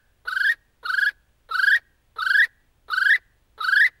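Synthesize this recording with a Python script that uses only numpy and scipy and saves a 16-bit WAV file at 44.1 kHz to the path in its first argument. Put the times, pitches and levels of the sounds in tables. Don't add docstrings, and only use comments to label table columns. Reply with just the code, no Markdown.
import sys
import numpy as np
from scipy import signal
from scipy.fft import rfft, irfft
from scipy.io import wavfile

SR = 44100
rng = np.random.default_rng(int(sys.argv[2]) if len(sys.argv) > 2 else 0)


def bounce(signal):
    frames = np.transpose(np.atleast_2d(signal))
    limited = np.clip(frames, -1, 1)
    pcm = np.round(limited * 32767).astype(np.int16)
    wavfile.write(sys.argv[1], SR, pcm)


N = 176400
LEAD_S = 1

# croak t/s, whistle t/s, first crest t/s, fifth crest t/s, last crest t/s, break-up t/s,
# mean pitch at the first, fourth and last crest f/Hz (three columns),
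# level/dB of whistle and break-up, hoarseness level/dB
CALLS = [ (-.36, -.335, -.295, -.125, -.09, -.075, 1330, 1510, 1620, -2, 0),
         (.251, .272, .285, .454, .508, .521, 1330, 1495, 1740, -3, 3),
         (.828, .849, .860, 1.029, 1.078, 1.090, 1305, 1505, 1560, -2, 1),
         (1.488, 1.509, 1.555, 1.723, 1.759, 1.766, 1375, 1550, 1770, 0, 0),
         (2.159, 2.183, 2.227, 2.396, 2.433, 2.444, 1345, 1555, 1815, 0, 0),
         (2.881, 2.900, 2.938, 3.108, 3.146, 3.158, 1350, 1535, 1850, 0, -.5),
         (3.577, 3.603, 3.648, 3.817, 3.855, 3.867, 1340, 1585, 1880, .5, .5)]


def kiwi():
    out = np.zeros(N + LEAD_S * SR)
    for start, catch, first, fifth, last, stop, low, middle, high, db, hoarse_db in CALLS:
        t = start + np.arange(SR // 2) / SR
        voice = whistle(t, catch, (first, fifth, last), stop, (low, middle, high), hoarse_db)
        voice = voice + break_up(t, stop)
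        add(out, start + LEAD_S, croak(t, start, catch) + amp(db) * voice)
    return out


# t/s, strength (0-1)
CRACKS = [(.321, .5), (.352, .6), (.392, .5), (.963, .6), (1.006, .8), (1.657, 1), (2.226, .3), (2.25, .6),
          (2.958, .5), (3.637, .6)]
CRACK_S, CRACK_DIP_DB, CRACK_RASP_DB, CRACK_ROUGH = .006, -10, 7, 12
# f/Hz, relative level/dB per Hz
RASP_OPEN = [(150, -32), (430, -15), (750, -27), (1100, -16), (1800, 2), (2500, -11), (3300, -2), (4400, 3),
             (5000, -4), (6200, -20), (9000, -14), (11400, -5), (13500, -17), (16000, -19)]
# f/Hz, relative level/dB per Hz
RASP_SHUT = [(150, -30), (430, -10), (750, -21), (1300, -3), (1950, -3), (2500, -14), (3200, -4), (4000, 5),
             (4600, -7), (5300, -26), (8000, -25), (10000, -10), (12000, -9), (13500, -20), (16000, -29)]
BILL_OPENS_S = .16
RASP_DB, RASP_PATCH_DB, RASP_FRAY_DB, RASP_RELEASE_DB_PER_S = -51, 3, 8.5, 1000
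WHISTLE_DB, SWELL_DB, TROUGH_DB, FRAY_DB, SHIMMER_DB = -15.8, 1.5, -8, -9, .9
ATTACK_S, RELEASE_DB_PER_S = .006, 1200
WARBLE_HZ, WARBLE_PEAKING = 130, .12
WARBLE_ONSET = .7
LAST_HOLD = .7
TROUGH_AT, TROUGH_ORDER = .41, 5
DRIFT, JITTER, JITTER_HZ = .008, .0035, 900
ROUGH_TROUGH, ROUGH_END, FRAY_S = 1.5, 16, .027


def whistle(t, start, crests, stop, pitches, hoarse_db):
    first, fifth, last = crests
    even_turn = 4 * (t - first) / (fifth - first)
    last_turn = 4 + (t - fifth) / (last - fifth)
    turn = np.where(t < fifth, even_turn, last_turn)
    turn = turn - (turn > 4.5) * LAST_HOLD * np.sin(2 * np.pi * turn) / (2 * np.pi)

    low, middle, high = pitches
    climb = np.interp(turn, [-3, 0, 3, 5], [2 * low - middle, low, middle, high])
    swing = np.cos(2 * np.pi * turn) + WARBLE_PEAKING * np.cos(2 * 2 * np.pi * turn)
    warble = ramp(turn + 1.15, WARBLE_ONSET) * swing

    slack = (np.cos(np.pi * (turn - TROUGH_AT)) ** 2) ** TROUGH_ORDER
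    slack = slack * (1 - ramp(t - fifth + .04, .04))
    fray = ramp(t - stop + FRAY_S, 2 * FRAY_S)
    after = np.maximum(t - stop, 0)
    crack = sum(strength * np.exp(-((t - s) / CRACK_S) ** 2) for s, strength in CRACKS)
    rough = amp(hoarse_db) + ROUGH_TROUGH * slack + ROUGH_END * fray ** 2 + CRACK_ROUGH * crack

    hz = (climb + WARBLE_HZ * warble) * (1 + DRIFT * wander(t, 90))
    rough_hz = hz * (1 + JITTER * rough * wander(t, JITTER_HZ))
    phase = 2 * np.pi * np.cumsum(rough_hz) / SR
    swell_db = SWELL_DB * (ramp(t - start, fifth - start) - 1)
    effort_db = swell_db + TROUGH_DB * slack + FRAY_DB * fray + CRACK_DIP_DB * crack
    tone_db = WHISTLE_DB + effort_db + SHIMMER_DB * wander(t, 120) - RELEASE_DB_PER_S * after
    tone = np.sqrt(2) * harmonics(t, hz, phase, rough, t - start) * amp(tone_db)

    bill = ramp(t - start, BILL_OPENS_S)
    rasp = np.sqrt(1 - bill) * air(t, RASP_SHUT) + np.sqrt(bill) * air(t, RASP_OPEN)
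    rasp_db = RASP_DB + hoarse_db + RASP_PATCH_DB * wander(t, 70)
    rasp_db = rasp_db + RASP_FRAY_DB * fray + CRACK_RASP_DB * crack - RASP_RELEASE_DB_PER_S * after
    rasp = rasp * (1 + .5 * np.cos(phase)) * amp(rasp_db)
    return ramp(t - start, ATTACK_S) * (tone + rasp)


HARMONICS_DB = [0, .8, 1.3, -3, 1, -1.5, 0, -2, -4, -6]
# f/Hz, level/dB
THROAT = [(700, -40), (1100, -9), (1300, -7.5), (1410, -8.5), (1520, -2), (1620, 1.8), (1780, .5),
          (1880, 1.5), (2020, 1.5), (2400, -48), (2800, -33), (3020, -23), (3260, -17), (3420, -18),
          (3550, -25), (3680, -18), (3820, -25), (3960, -21), (4130, -27), (4440, -20), (4700, -28),
          (4880, -28), (5100, -32), (5500, -32), (6000, -50), (7000, -48), (7700, -41), (8400, -48),
          (9500, -45), (10300, -47), (11200, -37), (13500, -55), (16000, -57)]
OVERTONE_FLUTTER_DB, OVERTONE_FLUTTER_HZ = 3, 130
OVERTONE_SMEAR, OVERTONE_SMEAR_HZ = .07, 450
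HIGH_OVERTONES_DB, HIGH_OVERTONES_S = -16, .05


def harmonics(t, hz, phase, rough, age):
    tone = amp(HARMONICS_DB[0] + read(THROAT, hz)) * np.sin(phase)
    late_db = HIGH_OVERTONES_DB * (1 - ramp(age, HIGH_OVERTONES_S))
    for k, db in enumerate(HARMONICS_DB[1:], 2):
        flutter_db = OVERTONE_FLUTTER_DB * wander(t, OVERTONE_FLUTTER_HZ)
        level_db = db + read(THROAT, k * hz) + flutter_db + (k > 3) * late_db
        smear = OVERTONE_SMEAR * k * np.sqrt(rough) * wander(t, OVERTONE_SMEAR_HZ)
        tone = tone + amp(level_db) * np.sin(k * phase + smear)
    return tone


# f/Hz, relative level/dB per Hz
CROAK = [(150, -30), (430, -2), (650, -3), (780, -6), (900, -5), (1050, 0), (1300, 3), (1900, -11),
         (2600, -28), (3300, -14), (4100, -10), (4700, -32), (8000, -44), (11300, -26), (15000, -46)]
CROAK_HZ, CROAK_JITTER, CROAK_NOISE, CROAK_DB = 448, .11, .9, -45


def croak(t, start, stop):
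    turns = np.cumsum(CROAK_HZ * (1 + CROAK_JITTER * wander(t, 300))) / SR
    pulses = unit(sum(np.cos(2 * np.pi * k * turns) for k in range(1, 30)))
    breath = CROAK_NOISE * air(t, [(100, 0), (16000, 0)])
    gate = ramp(t - start, .002) * (1 - ramp(t - stop, .008))
    return amp(CROAK_DB) * gate * colour(pulses + breath, CROAK)


# f/Hz, relative level/dB per Hz
HISS = [(150, -35), (420, -25), (800, -24), (1100, -17), (1800, 0), (2350, -6), (3000, -21), (3600, -20),
        (4800, -20), (6500, -42), (16000, -52)]
HISS_DB, HISS_LAG_S, HISS_WIDTH_S = -37, .003, .016
# f/Hz, relative level/dB per Hz
PUFF = [(120, -25), (380, 0), (900, -2), (1500, -4), (3000, -30), (16000, -50)]
PUFF_DB, PUFF_LAG_S, PUFF_WIDTH_S = -56, .024, .009


def break_up(t, stop):
    hiss_swell = np.exp(-((t - stop - HISS_LAG_S) / HISS_WIDTH_S) ** 2)
    puff_swell = np.exp(-((t - stop - PUFF_LAG_S) / PUFF_WIDTH_S) ** 2)
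    hiss = amp(HISS_DB) * air(t, HISS) * hiss_swell
    puff = amp(PUFF_DB) * air(t, PUFF) * puff_swell
    return hiss + puff


# delay t/s, level/dB
REFLECTIONS = [(.006, -15), (.0108, -24)]
# f/Hz, relative level/dB
SCATTER = [(200, -14), (1800, -17), (3200, -2), (5000, 0), (16000, 0)]
SCATTER_DB, SCATTER_T60_S = -8, .028
# f/Hz, relative level/dB
FOREST = [(200, -6), (1500, 2), (2000, -1), (4000, 1), (8000, -8), (16000, -14)]
FOREST_DB, FOREST_T60_S = -47.5, .68


def forest(x):
    t = np.arange(SR) / SR
    scatter = air(t, SCATTER) * ramp(t, .002) * np.exp(-np.log(1000) * t / SCATTER_T60_S)
    echo = air(t, FOREST) * ramp(t, .02) * np.exp(-np.log(1000) * t / FOREST_T60_S)
    response = amp(SCATTER_DB) * unit(scatter) + amp(FOREST_DB) * unit(echo)
    response /= np.sqrt(len(t))
    response[0] += 1
    for delay, db in REFLECTIONS:
        response[round(delay * SR)] += amp(db)
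    return signal.fftconvolve(x, response)[LEAD_S * SR:][:N]


# f/Hz, relative level/dB per Hz
FLOOR = [(10, -3), (40, 0), (100, -8), (170, -17), (400, -21), (1000, -26), (3300, -30), (5000, -36),
         (11000, -38), (16000, -41)]
FLOOR_DB = -63.3
# f/Hz, rms level/dB
HUM = [(57, -72), (109, -79), (15625, -85)]


def background():
    t = np.arange(N) / SR
    hum = 0
    for hz, db in HUM:
        phase = 2 * np.pi * hz * t + .8 * wander(t, 4)
        hum = hum + amp(db) * np.sqrt(2) * np.sin(phase)
    return amp(FLOOR_DB) * air(t, FLOOR) + hum


def amp(db):
    return 10 ** (np.asarray(db) / 20)


def unit(x):
    return x / np.sqrt(np.mean(x ** 2) + 1e-20)


def read(points, hz):
    f, value = np.transpose(points)
    return np.interp(np.log(abs(hz) + 1), np.log(f + 1), value)


def colour(x, spectrum):
    gain = amp(read(spectrum, np.fft.rfftfreq(len(x), 1 / SR)))
    return unit(irfft(rfft(x) * gain, len(x)))


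def wander(t, hz):
    f = np.fft.rfftfreq(len(t), 1 / SR)
    slow = rfft(rng.standard_normal(len(t))) * np.exp(-(f / hz) ** 2)
    return unit(irfft(slow, len(t)))


def air(t, spectrum):
    return colour(rng.standard_normal(len(t)), spectrum)


def ramp(t, length):
    return np.clip(t / length, 0, 1)


def add(mix, s, sound):
    part = mix[round(s * SR):][:len(sound)]
    part += sound[:len(part)]


def scene():
    return (forest(kiwi()) + background())[None]


def record(dry):
    low_pass = signal.firwin(511, 15850, window=("kaiser", 9), fs=SR)
    return signal.oaconvolve(dry, low_pass[None], "same")


dry = scene()
out = record(dry)
bounce(out)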